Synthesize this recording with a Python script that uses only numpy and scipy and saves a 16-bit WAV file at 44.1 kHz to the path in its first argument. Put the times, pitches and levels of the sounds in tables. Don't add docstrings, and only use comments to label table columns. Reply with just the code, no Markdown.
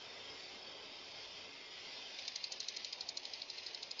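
import sys
import numpy as np
from scipy import signal
from scipy.fft import rfft, irfft
from scipy.io import wavfile
from scipy.ndimage import uniform_filter1d

SR = 44100
rng = np.random.default_rng(int(sys.argv[2]) if len(sys.argv) > 2 else 0)


def pcm_store(signal):
    levels = np.round(np.clip(np.atleast_2d(signal), -1, 1) * 32767)
    wavfile.write(sys.argv[1], SR, levels.astype(np.int16).T)


N = 176400
EDGE_HZ = 7300

# frequency in Hz, relative level in dB.
SLAP_SPECTRUM = [(300, -49.5), (1600, -39.5), (2200, -8.5), (3550, -9), (3900, 2.5), (4280, 8),
                 (4500, -0.5), (5050, 6.5), (5370, -3), (5470, -8), (5700, -8), (6180, -6.5), (6350, -9.5),
                 (6950, -11), (7350, -34.5)]
GRAZE_S, ATTACK_S, RELEASE_S = .004, .0006, .001
PUFF_RISE_S, PUFF_FADE_S = .012, .028


def slap(level_db, length_s, body_db, sizzle_db, puff_db):
    size = 4096
    t = np.arange(size) / SR - 2 * GRAZE_S
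    after = np.maximum(t, 0)
    graze = gain_of(-11) * np.exp(-abs(t) / GRAZE_S) * (t < 0)
    burst = np.clip(t / ATTACK_S + 1, 0, 1) * np.exp(-np.maximum(t - length_s, 0) / RELEASE_S)
    spatter = gain_of(-11) * np.exp(-((t - .007) / .0026) ** 2 / 2)
    envelope = np.sqrt(burst ** 2 + graze ** 2 + spatter ** 2)
    grains = rng.standard_normal(size) * gain_of(1.9 * wander(size, rate_hz=1300))
    tilt = [(3040, body_db), (3920, 0), (5100, 0), (5940, sizzle_db)]
    spectrum = [(hz, db + level_at(tilt, hz)) for hz, db in SLAP_SPECTRUM]
    crack = coloured(grains * envelope, spectrum, ripple_db=2.4)
    crack *= np.linalg.norm(envelope) / np.linalg.norm(crack)
    puff = coloured(rng.standard_normal(size), JET_SPECTRUM)
    puff *= (1 - np.exp(-after / PUFF_RISE_S)) * np.exp(-after / PUFF_FADE_S)
    return gain_of(level_db + 1.9) * (crack + gain_of(puff_db) * puff)


# impact time in seconds, relative level in dB, length in seconds,
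# extra body in dB, extra sizzle in dB, level of the puff against the slap in dB.
ARM_SLAPS = [(2.1875, -45, .0085, 7, -1, -16), (2.2791, -37.9, .0042, 5.5, 4, -16),
             (2.3582, -37.7, .003, 1, 2, -13), (2.4401, -35.5, .003, 1, -1, -15),
             (2.5208, -39.7, .004, 3.5, 7, -10.5), (2.6028, -36.8, .0026, -1.5, 4, -9),
             (2.6847, -36, .0026, -4.5, 6, -16), (2.7643, -41.7, .0083, 2, 2, -16),
             (2.8468, -39.3, .004, 1.5, 1, -14), (2.9265, -40.8, .0057, 2.5, 0, -10),
             (3.0075, -38.4, .0046, -8.5, 0, -15), (3.0897, -37.3, .004, -1.5, 3, -26),
             (3.1719, -37.2, .003, -5, 3.5, -22), (3.2525, -40.8, .003, 0, -3, -10),
             (3.3349, -40.4, .0039, -1.5, -4, -9), (3.4179, -38.9, .0027, -2.5, -11, -18),
             (3.4996, -41.2, .004, 1, -1.5, -14), (3.5816, -43.6, .0051, 0, -3, -10),
             (3.6637, -41.5, .0051, -6, -2.5, -10), (3.7461, -40, .0034, -3.5, 3, -17),
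             (3.8279, -41.8, .0044, 2.5, 3, -10), (3.9105, -40, .0045, -4.5, 0, -13),
             (3.9937, -37.8, .0021, 0, -5, -15)]


def arm():
    out = np.zeros(N)
    for impact_s, *blow in ARM_SLAPS:
        add(out, impact_s - 2 * GRAZE_S, slap(*blow))
    return out


# frequency in Hz, relative level in dB.
JET_SPECTRUM = [(600, -52), (1400, -18), (1800, -5), (2300, 0), (3200, 1), (4100, 3), (5150, 4),
                (5500, -5.5), (6150, -7), (6400, -8), (7150, -23.5)]
# time in seconds, relative level in dB.
JET_ENVELOPE = [(0, -66), (0.318, -66.5), (.5, -69), (.85, -72), (1.1, -56), (1.25, -66), (1.861, -70.5),
                (1.97, -61), (2.07, -62), (2.2, -53), (2.5, -53.5), (2.72, -52), (3.102, -56),
                (3.37, -52.5), (3.47, -56.5), (3.56, -53), (3.68, -52.5), (3.8, -55.5), (4, -56)]


def water_jet():
    return hiss(JET_SPECTRUM, JET_ENVELOPE, flicker_db=1.6)


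# frequency in Hz, relative level in dB.
AIR_SPECTRUM = [(600, -22), (1200, -15), (1750, -7.5), (2050, -2), (2350, -3), (2900, -1), (3250, 2.3),
                (3620, 1), (4050, -6), (4400, -3), (4700, 0), (5250, -1), (5550, -6), (6300, -16),
                (6950, -19)]
# time in seconds, relative level in dB.
AIR_ENVELOPE = [(0, -53), (.2, -54), (.38, -52), (.66, -56), (1.0, -54.5), (1.11, -57), (1.2, -52.5),
                (1.3, -54.5), (1.42, -53.5), (1.55, -54.5), (1.7, -55), (1.89, -50.5), (2.15, -53),
                (2.5, -66.5), (3.1, -71), (4, -64.5)]


def hose_air():
    return hiss(AIR_SPECTRUM, AIR_ENVELOPE, flicker_db=.5)


def hiss(spectrum, envelope, flicker_db, drops_per_s=500):
    drops = rng.standard_normal(N) * (rng.random(N) < drops_per_s / SR)
    drops *= gain_of(4 * np.minimum(rng.exponential(1, N), 2))
    rush = patchy_noise(depth_db=10) * gain_of(flicker_db * wander(N, rate_hz=70))
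    source = rush + gain_of(-13) * unit_rms(drops)
    return gain_of(curve(envelope) + .5) * coloured(source, spectrum)


# start in seconds, relative level in dB.
HISS_TICKS = [(2.252, -44), (2.629, -41), (3.197, -48), (3.232, -46), (3.775, -45)]


def ticks(fade_s=.0025):
    out = np.zeros(N)
    t = np.arange(0, 6 * fade_s, 1 / SR)
    for start_s, db in HISS_TICKS:
        add(out, start_s, gain_of(db) * np.exp(-t / fade_s) * rng.standard_normal(len(t)))
    return coloured(out, JET_SPECTRUM)


# delay in seconds, gain in dB.
WALL_REFLECTIONS = [(.00192, -17), (.00245, -19), (.0053, -22), (.0104, -21)]


def house_front(direct):
    out = direct.copy()
    for delay_s, db in WALL_REFLECTIONS:
        add(out, delay_s, gain_of(db) * direct)
    return out


# frequency in Hz, relative level in dB.
STREET_SPECTRUM = [(20, -36), (40, -20.5), (90, -10), (200, -12.5), (330, -3.5), (420, -2.5), (560, 2),
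                   (900, 1), (1150, -5), (1400, -20), (2500, -1), (7000, -39)]
# time in seconds, relative level in dB.
STREET_ENVELOPE = [(0, -69), (.08, -61.5), (.16, -59.5), (.24, -63.5), (1, -61.5), (1.7, -66), (1.95, -61),
                   (2.1, -64), (2.48, -62), (2.7, -66.5), (3.0, -60.5), (3.5, -61.5), (4, -62.5)]


def street():
    level_db = curve(STREET_ENVELOPE) + .97 + .67 * wander(N, rate_hz=8.7)
    return gain_of(level_db) * coloured(patchy_noise(depth_db=4.5), STREET_SPECTRUM)


# time in seconds, fundamental in Hz.
ENGINE_PITCH = [(0, 92.3), (1.7, 92.2), (2.6, 91.9), (4, 91.7)]
# harmonic number, relative level in dB.
ENGINE_HARMONICS = [(1, -84), (2, -92), (3, -78.5), (4, -76), (6, -76), (7, -78), (8, -83)]
# frequency in Hz, relative level in dB.
ROAR_SPECTRUM = [(40, -15.5), (120, -12), (250, -7), (340, -9), (430, 1.5), (500, -6), (570, -4),
                 (700, -10.5), (1400, -8.5), (3000, -37)]
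# time in seconds, gain in dB.
ENGINE_ENVELOPE = [(0, 2.5), (1.1, 0.5), (1.8, 0), (2.5, -4), (4, -3.5)]


def engine():
    pitch_hz = curve(ENGINE_PITCH) * (1 + .005 * wander(N, rate_hz=3.94))
    cycles = np.cumsum(pitch_hz) / SR
    drone = np.zeros(N)
    for harmonic, db in ENGINE_HARMONICS:
        fading = gain_of(4.5 * wander(N, rate_hz=4.4))
        partial = np.sin(2 * np.pi * (harmonic * cycles + rng.random()))
        drone += gain_of(db) * unit_rms(fading * partial)
    roar_db = -63.5 + 1.5 * wander(N, rate_hz=7.9)
    roar = gain_of(roar_db) * coloured(patchy_noise(depth_db=4.5), ROAR_SPECTRUM)
    return gain_of(curve(ENGINE_ENVELOPE)) * (drone + roar)


# start in seconds, length in seconds, centre pitch in Hz, peak level in dB.
FAINT_PEEPS = [(.622, .016, 5130, -50), (.661, .032, 4560, -51)]


def peeps(glide=.021):
    out = np.zeros(N)
    for start_s, length_s, hz, db in FAINT_PEEPS:
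        progress = np.arange(0, length_s, 1 / SR) / length_s
        cycles = np.cumsum(hz * (1 + glide * (progress - .5))) / SR
        add(out, start_s, gain_of(db) * np.sin(np.pi * progress) * np.sin(2 * np.pi * cycles))
    return out


def gain_of(db):
    return 10 ** (np.asarray(db) / 20)


def unit_rms(x):
    return x / np.sqrt(np.mean(x ** 2) + 1e-20)


def level_at(spectrum, hz):
    frequencies, db = np.transpose(spectrum)
    return np.interp(np.log(hz + 1), np.log(frequencies + 1), db)


def curve(points):
    return np.interp(np.arange(N) / SR, *np.transpose(points))


def add(mix, start_s, sound):
    part = mix[max(round(start_s * SR), 0):][:len(sound)]
    part += sound[:len(part)]


def wander(size, rate_hz):
    hz = np.fft.rfftfreq(size, 1 / SR)
    low_pass = np.exp(-(hz / rate_hz) ** 2) * (hz > 0)
    return unit_rms(irfft(rfft(rng.standard_normal(size)) * low_pass, size))


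def coloured(x, spectrum, ripple_db=0):
    hz = np.fft.rfftfreq(2048, 1 / SR)
    ripple = unit_rms(uniform_filter1d(rng.standard_normal(len(hz)), size=16))
    log_gain = np.log(gain_of(level_at(spectrum, hz) + ripple_db * ripple))
    log_gain -= np.clip((hz - EDGE_HZ) / 300, 0, 4)
    mirrored = np.r_[log_gain, log_gain[-2:0:-1]]
    response = np.exp(np.conj(signal.hilbert(mirrored)))
    taps = np.fft.ifft(response).real
    return signal.fftconvolve(x, taps / np.linalg.norm(taps))[:len(x)]


def patchy_noise(depth_db):
    frames = dict(nperseg=2048, noverlap=1536)
    cells = signal.stft(rng.standard_normal(N), **frames)[2]
    patches = unit_rms(uniform_filter1d(rng.standard_normal(cells.shape), size=10, axis=1))
    cells *= gain_of(depth_db * np.minimum(patches, 1))
    return unit_rms(signal.istft(cells, **frames)[1][:N])


def scene():
    sprinkler = hose_air() + water_jet() + arm() + ticks()
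    return np.tile(house_front(sprinkler) + street() + engine() + peeps(), (2, 1))


def record(dry):
    low_pass = signal.firwin(511, EDGE_HZ, window=("kaiser", 9), fs=SR)
    return signal.oaconvolve(dry, low_pass[None], "same")


dry = scene()
out = record(dry)
pcm_store(out)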